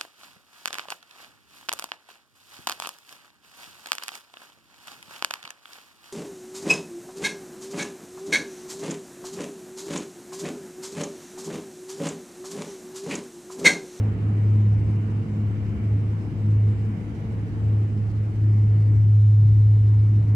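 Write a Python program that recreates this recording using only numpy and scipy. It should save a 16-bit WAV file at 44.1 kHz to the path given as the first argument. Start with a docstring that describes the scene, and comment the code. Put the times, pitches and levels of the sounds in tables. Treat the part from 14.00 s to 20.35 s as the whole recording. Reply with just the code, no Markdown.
"""The drone of a big ventilation fan near 105 Hz, heard throughout at a subway tunnel mouth, from the platform end.
The blade tone is a sine that swells and fades in the tunnel, then holds loud; rough overtones ride on it.
Under it a deep rumble of shaped noise comes in surges and dull booms, with drifting tones for the ringing bore.
Shaped stereo noise makes the rush, sigh and whistle of air off the tiled walls, a hiss and a late sizzle.
A faint machine whine of drifting sines lies behind it all."""
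import sys
import numpy as np
from scipy import signal
from scipy.fft import rfft, irfft, next_fast_len
from scipy.io import wavfile
from scipy.ndimage import uniform_filter1d, map_coordinates

SR = 44100
rng = np.random.default_rng(int(sys.argv[2]) if len(sys.argv) > 2 else 0)


def unload_wav(signal):
    """Save mono or channel-first audio to the path in sys.argv[1] as 16-bit WAV at rate SR, clipped to [-1, 1]."""
    wavfile.write(
        sys.argv[1],
        SR,
        np.round(np.clip(np.atleast_2d(signal).T, -1, 1) * 32767).astype(np.int16),
    )


N = 280035  # length in samples


def amp(db):
    """Decibels to gain."""
    return 10 ** (np.asarray(db) / 20)


def unit(x):
    """Scale to rms 1."""
    return x / np.sqrt(np.mean(np.abs(x) ** 2) + 1e-20)


def seconds():
    """The time of every sample."""
    return np.arange(N) / SR


def along(points, hz):
    """(frequency [Hz], value) points read on a log frequency axis."""
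    f, v = np.transpose(points)
    return np.interp(np.log(hz + 1), np.log(f + 1), v)


def curve(rows):
    """(time [s], value) points joined by straight lines, one value per sample."""
    times, values = np.transpose(rows)
    return np.interp(seconds(), times, values)


def wobble(rate):
    """A smooth random curve through `rate` random knots a second."""
    knots = rng.standard_normal(1024)
    return map_coordinates(knots, [np.arange(N) * rate / SR + 2], mode="wrap")


def envelope(at_s, hold_s, rise_s, fall_s):
    """0 to 1: rises smoothly until at_s, holds, then falls away."""
    t = seconds()
    rising = 1 + (t - at_s) / rise_s
    falling = 1 - (t - at_s - hold_s) / fall_s
    ramp = np.clip(np.minimum(rising, falling), 0, 1)
    return ramp * ramp * (3 - 2 * ramp)


def lift(rows, rise_s, fall_s):
    """Summed gain in dB of (time [s], hold [s], gain [dB]) events."""
    return sum(db * envelope(s, hold_s, rise_s, fall_s) for s, hold_s, db in rows)


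def filtered(x, response):
    """x shaped by a response of frequency, padded so that the end does not wrap onto the start."""
    m = next_fast_len(N + SR // 2)
    return irfft(rfft(x, m) * response(np.fft.rfftfreq(m, 1 / SR)), m)[..., :N]


def stereo(mid, side):
    """Left and right from mid and side."""
    return np.array([mid + side, mid - side])


def fuzzy_tone(phase, drift_rate):
    """A tone arriving over many shifting paths: strength and phase drift, drift_rate knots a second."""
    return unit(wobble(drift_rate) * np.sin(phase) + wobble(drift_rate) * np.cos(phase))


def noise_field(spectrum, width, patchy_db):
    """Stereo noise with mid rms 1, its gain patchy over time and frequency (patchy_db is the rms)."""
    z = signal.stft(rng.standard_normal((2, N)), nperseg=512)[2]
    patches = uniform_filter1d(rng.standard_normal(z.shape[1:]), size=5, axis=0)
    patches = uniform_filter1d(patches, size=16, axis=1)
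    pair = signal.istft(z * amp(patchy_db * unit(patches)), nperseg=512)[1][:, :N]
    mid = filtered(pair[0], lambda hz: amp(along(spectrum, hz)))
    side = filtered(pair[1], lambda hz: amp(along(spectrum, hz) + along(width, hz)))
    return stereo(mid, side) / np.std(mid)


def moans(rows, rise_s, fall_s, jitter_rad):
    """Short rough tones from (time [s], hold [s], pitch [Hz], level [dB]) events, their phase jittered."""
    t = seconds()
    drift = jitter_rad * wobble(45)
    out = np.zeros(N)
    for s, hold_s, hz, db in rows:
        tone = np.sqrt(2) * np.sin(2 * np.pi * hz * (t - s) + drift)
        out += amp(db) * envelope(s, hold_s, rise_s, fall_s) * tone
    return out


# the lull of overtones, rumble body and sigh: (time [s], hold [s], rise [s], fall [s])
LULL = (5.2, .25, .28, .7)


def easing(fade_db_per_s, lull_db):
    """Level change in dB: a steady fade, and the lull."""
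    return lull_db * envelope(*LULL) - fade_db_per_s * seconds()


# colour of the even hiss: (frequency [Hz], relative density [dB])
HISS_SPECTRUM = [(500, -9), (2000, 0.5), (3100, 1.5), (3420, -0.5), (3750, 3), (4200, 0.5), (5000, 0),
                 (7000, -3.5), (8300, -4), (10000, -11), (12500, -16.5), (15700, -19)]
# colour of the thin sizzle: (frequency [Hz], relative density [dB])
SIZZLE_SPECTRUM = [(1500, -42), (2700, -1), (3300, -1.5), (3900, 2.5), (4700, -10.5), (7000, -27)]
# the sizzle comes late: (time [s], hold [s], rise [s], fall [s])
SIZZLE = (5.4, .36, .35, .45)
HISS_DB, HISS_TREMBLE_DB, SIZZLE_DB = -66.0, 1.0, -71.5


def hiss():
    """An even, faintly trembling noise, joined briefly by a thin distant sizzle."""
    even = noise_field(HISS_SPECTRUM, [(3000, -.5), (12000, -.8)], patchy_db=1.5)
    sizzle = noise_field(SIZZLE_SPECTRUM, [(4000, -0.5)], patchy_db=0.5)
    hiss_level = amp(HISS_DB + HISS_TREMBLE_DB * wobble(45))
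    return hiss_level * even + amp(SIZZLE_DB) * envelope(*SIZZLE) * sizzle


# lines of the faint machine whine: (frequency [Hz], level [dB])
WHINE_LINES = [(2638, -81.5), (3000, -78.5), (3119, -81.5), (3360, -86)]


def whine():
    """Thin lines of an electric machine, diffused by the station: each ear hears its own drift."""
    t, out = seconds(), np.zeros((2, N))
    for hz, db in WHINE_LINES:
        phase = 2 * np.pi * hz * t
        out += amp(db) * np.array([fuzzy_tone(phase, drift_rate=5) for ear in range(2)])
    return out


# stereo width of whistle, rush and sigh: (frequency [Hz], side minus mid [dB])
AIR_WIDTH = [(300, -3.5), (500, -3.5), (750, -5), (1000, -1.5), (1400, 2), (1800, 3.5), (2200, -4.5),
             (2700, 0.5), (3500, -2)]
# the draught sings faintly: (time [s], hold [s], level [dB])
WHISTLES = [(4.42, .25, -66), (4.8, .12, -65)]
# colour of the whistle: (frequency [Hz], relative density [dB])
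WHISTLE_SPECTRUM = [(1550, -41), (1750, -9), (1900, -1), (2100, 0), (2270, -1), (2420, -16.5),
                    (2800, -44.5)]
WHISTLE_RISE_S, WHISTLE_FALL_S = .15, .15


def whistle():
    """Air briefly sings as noise in a narrow band near 2 kHz."""
    level = 0
    for s, hold_s, db in WHISTLES:
        level = level + amp(db) * envelope(s, hold_s, WHISTLE_RISE_S, WHISTLE_FALL_S)
    return level * noise_field(WHISTLE_SPECTRUM, AIR_WIDTH, patchy_db=2.1)


# strength of the broad rush before gusts and balance: (time [s], level [dB])
DRAUGHT = [(0, -44.5), (.15, -47.5), (.5, -49), (2.05, -50), (2.7, -50.5), (3.2, -50.5), (3.72, -49.5),
           (3.95, -51), (4.7, -52.5), (4.97, -52.5), (5.08, -55.8), (5.55, -56), (5.9, -55), (6.3, -52.5)]
# colour of the broad rush: (frequency [Hz], relative density [dB])
RUSH_SPECTRUM = [(150, -16.5), (350, 5.5), (520, 2.5), (600, 0.5), (720, 0.5), (1000, -3.5), (1300, -6.5),
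                 (1600, -10), (1900, -11), (2300, -12.5), (2600, -15.5), (3050, -17.5), (3400, -27.5),
                 (9000, -62.5)]
# the sigh's two colours: (frequency [Hz], relative density [dB])
SIGH_BRIGHT = [(1100, -30), (1500, -6.5), (1850, -7), (2050, 0), (2330, 0.5), (2540, -12.5), (2780, -4.5),
               (3050, -9.5), (3350, -28.5), (6000, -60.5)]
SIGH_DARK = [(1200, -34), (1650, -13), (1850, -2), (2050, 1), (2300, -7), (2600, -14.5), (3000, -11),
             (3400, -30), (6000, -60)]
# gusts that mostly lift the sigh: (time [s], hold [s], gain [dB])
GUSTS = [(0, 0.14, -2), (1.6, 0.26, 2.5), (2.8, 0.55, 4), (4.5, .45, 3), (5.52, 0.9, 6.2), (6, .35, 1.5)]
# the sigh slowly darkens, then starts to brighten: (time [s], hold [s], rise [s], fall [s])
DARKENING = (4.8, .2, 4.2, 3)
GUST_RISE_S, GUST_FALL_S = .22, .17
RUSH_GUST_SHARE = 0.062  # the broad rush follows a gust only slightly
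DARK_SHARE = 0.67  # power share of the dark colour at its height
SIGH_START_DB, SIGH_FADE_DB_PER_S, SIGH_LULL_DB = -60.5, 1.85, -4


def air():
    """The draught comes off the tiles from all sides, more from the right, with a sigh near 2 kHz."""
    gust_db = lift(GUSTS, GUST_RISE_S, GUST_FALL_S)
    rush_db = curve(DRAUGHT) + RUSH_GUST_SHARE * gust_db
    sigh_db = SIGH_START_DB + easing(SIGH_FADE_DB_PER_S, SIGH_LULL_DB) + gust_db
    darkness = np.clip(DARK_SHARE * envelope(*DARKENING), 0, 1)
    broad = amp(rush_db) * noise_field(RUSH_SPECTRUM, AIR_WIDTH, patchy_db=1.13)
    bright = np.sqrt(1 - darkness) * noise_field(SIGH_BRIGHT, AIR_WIDTH, patchy_db=1.9)
    dark = np.sqrt(darkness) * noise_field(SIGH_DARK, AIR_WIDTH, patchy_db=1.0)
    balance = amp([[-.9], [.9]])  # left, right
    return (broad + amp(sigh_db) * (bright + dark)) * balance


# narrow ringing bands: (frequency [Hz], level against the rumble's body [dB], drift [knots/s])
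BORE_MODES = [(159.9, -11.5, 9), (277.8, -16, 11), (332.8, -20.5, 12), (453.4, -22, 20), (497, -29.5, 12)]
BORE_WANDER_DB, BORE_WANDER_RATE, BORE_SIDE_DB = 1.3, 2, -14  # rate in knots a second


def bore():
    """Cross resonances of the tunnel: soft bands, each swelling and fading on its own."""
    t, out = seconds(), np.zeros((2, N))
    for hz, db, drift_rate in BORE_MODES:
        phase = 2 * np.pi * hz * t
        side = amp(BORE_SIDE_DB) * fuzzy_tone(phase, drift_rate)
        ring = stereo(fuzzy_tone(phase, drift_rate), side)
        out += amp(db + BORE_WANDER_DB * wobble(BORE_WANDER_RATE)) * ring
    return out


# colours of the deep rumble and of its body: (frequency [Hz], relative density [dB])
DEEP_SPECTRUM = [(15, -37), (27, -25), (36, -8.5), (55, -2.5), (75, 4.5), (100, -1), (120, -0.5),
                 (150, -21.5), (220, -75)]
BODY_SPECTRUM = [(70, -40), (115, -4.5), (140, 0), (165, -1), (190, -3), (225, -3), (248, -8.5), (290, -8),
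                 (350, -13), (420, -16), (465, -19), (520, -26.5), (650, -39.5), (1200, -71.5)]
# surges of the deep rumble: (time [s], hold [s], gain [dB])
SURGES = [(.82, 0.16, 1), (1.8, 0.12, 2.5), (2.4, 0.9, 1.5), (3.62, 0.29, 2.5), (4.62, 0.3, 1.5),
          (5.45, 0.2, 3), (6.15, 0.19, 4)]
# dull booms far down the bore: (time [s], hold [s], pitch [Hz], level [dB])
BOOMS = [(.82, .04, 72, -31.5), (.84, .04, 161.5, -37), (.85, .02, 317, -42.5), (2.33, .02, 314, -43.5),
         (2.52, .033, 150, -36), (3.68, .06, 76, -36.5), (4.7, .03, 78, -34), (5.44, .03, 133.7, -31),
         (5.59, .04, 70, -32.5), (5.62, .04, 133.5, -37)]
SURGE_RISE_S, SURGE_FALL_S = 0.18, 0.4
DEEP_DB = -37.5  # between surges
BODY_START_DB, BODY_FADE_DB_PER_S, BODY_LULL_DB = -34, 0.6, -4
BODY_SURGE_SHARE = 0.42  # share of each surge's dB that the body takes
BOOM_RISE_S, BOOM_FALL_S, BOOM_JITTER_RAD = 0.15, 0.086, 0.99


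def rumble():
    """Far machinery rolls down the bore in surges and booms; the long waves reach both ears nearly alike."""
    surge_db = lift(SURGES, SURGE_RISE_S, SURGE_FALL_S)
    body_db = BODY_START_DB + easing(BODY_FADE_DB_PER_S, BODY_LULL_DB) + BODY_SURGE_SHARE * surge_db
    deep = noise_field(DEEP_SPECTRUM, [(30, -22.5), (100, -15.5)], patchy_db=1.5)
    body = noise_field(BODY_SPECTRUM, [(150, -24.0), (300, -18.5), (500, -16.5)], patchy_db=0.5)
    booms = moans(BOOMS, BOOM_RISE_S, BOOM_FALL_S, BOOM_JITTER_RAD)
    return amp(DEEP_DB + surge_db) * deep + amp(body_db) * (body + bore()) + booms


# swells of the blade tone, before dips and crest: (time [s], hold [s], level [dB])
SWELLS = [(0.014, .02, -20), (0.29, 0.085, -22), (0.5, 0.22, -17.5), (0.892, 0.071, -22),
          (1.147, 0.029, -24.5), (1.41, 0.055, -24.5), (1.68, .02, -29), (1.925, 0.012, -20),
          (2.105, 0.01, -24), (2.518, 0.15, -18), (2.823, 0.029, -24.5), (3.423, 0.02, -31),
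          (3.709, 0.081, -20), (4.017, 0.017, -24), (4.213, 0.038, -24.5), (4.477, 1.827, -17)]
# brief level changes of the blade tone, mostly dips: (time [s], gain [dB])
DIPS = [(.17, 0), (1.26, -9), (1.76, -3.5), (2.21, -4.5), (2.32, -5), (2.75, -3), (2.99, -3), (3.14, -6),
        (3.25, -3), (3.49, -8.5), (3.92, 0.5), (4.33, 1), (6.26, -4)]
# the last swell climbs to a crest: (time [s], hold [s], rise [s], fall [s])
CREST = (5.28, .25, .45, .75)
CREST_DB = 3
SWELL_RISE_S, SWELL_FALL_S = 0.18, 0.17
TROUGH_DB, TROUGH_WAVER_DB, TROUGH_RATE = -30.5, 1.1, 8.8  # between swells; rate in knots a second
DIP_S = 0.052  # time to sink, and to come back


def drone_level():
    """Strength of the blade tone: swells and a wavering trough add in power, then dips and crest act."""
    trough = amp(TROUGH_DB + TROUGH_WAVER_DB * wobble(TROUGH_RATE))
    swells = [amp(db) * envelope(s, hold_s, SWELL_RISE_S, SWELL_FALL_S) for s, hold_s, db in SWELLS]
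    dip_db = sum(db * envelope(s, 0, DIP_S, DIP_S) for s, db in DIPS)
    return np.linalg.norm([trough, *swells], axis=0) * amp(dip_db + CREST_DB * envelope(*CREST))


# the fan's speed: (time [s], blade rate [Hz])
SPEED = [(0, 104.8), (2.3, 104.6), (2.95, 104.9), (3.15, 107), (3.5, 105.2), (4.3, 105.5), (4.8, 105.1),
         (6.35, 105.3)]
# overtones smeared by turbulence:
# (multiple of blade rate, level before fade and lull [dB], drift [knots/s], side minus mid [dB])
OVERTONES = [(2, -42.3, 11, -10), (3, -50, 11, -10.5)]
# flares near twice the blade rate: (time [s], hold [s], pitch [Hz], level [dB])
FLARES = [(.24, .06, 210.8, -40), (.6, .03, 211, -38), (.82, 0.048, 211.7, -41.5),
          (1.04, 0.022, 213.3, -37), (1.19, 0.018, 212, -36.5), (1.32, 0.058, 209, -31.5),
          (1.77, 0.044, 208.6, -35.5), (2.46, .02, 212.5, -36), (2.71, 0.022, 210.5, -36.5),
          (2.88, .05, 222, -39), (4.59, 0.031, 214.6, -37)]
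OVERTONE_LULL_DB, OVERTONE_FADE_DB_PER_S = -7, 0.46
TREMBLE_DB, TREMBLE_RATE = 0.28, 18  # quick unsteadiness of the tone; rate in knots a second
FLARE_RISE_S, FLARE_FALL_S, FLARE_JITTER_RAD = .09, 0.097, 0.53
BLADE_SIDE_DB = -44.0


def fan():
    """The blade tone booms along the tunnel; cross reflections add a weak drifting side part."""
    phase = 2 * np.pi * np.cumsum(curve(SPEED)) / SR
    tremble = amp(TREMBLE_DB * wobble(TREMBLE_RATE))
    tone = drone_level() * tremble * unit(np.sin(phase))
    out = stereo(tone, amp(BLADE_SIDE_DB) * fuzzy_tone(phase, drift_rate=4))
    overtone_db = easing(OVERTONE_FADE_DB_PER_S, OVERTONE_LULL_DB)
    for multiple, db, drift_rate, side_db in OVERTONES:
        turn = multiple * phase
        side = amp(side_db) * fuzzy_tone(turn, drift_rate)
        out += amp(db + overtone_db) * stereo(fuzzy_tone(turn, drift_rate), side)
    return out + moans(FLARES, FLARE_RISE_S, FLARE_FALL_S, FLARE_JITTER_RAD)


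def scene():
    """Everything that fills the tunnel mouth, from the faint background to the fan."""
    return hiss() + whine() + whistle() + air() + rumble() + fan()


TOP_HZ = 15720


def record(dry):
    """The microphone channel passes nothing from its band limit upward."""
    return filtered(dry, lambda hz: hz < TOP_HZ)


dry = scene()
out = record(dry)
unload_wav(out)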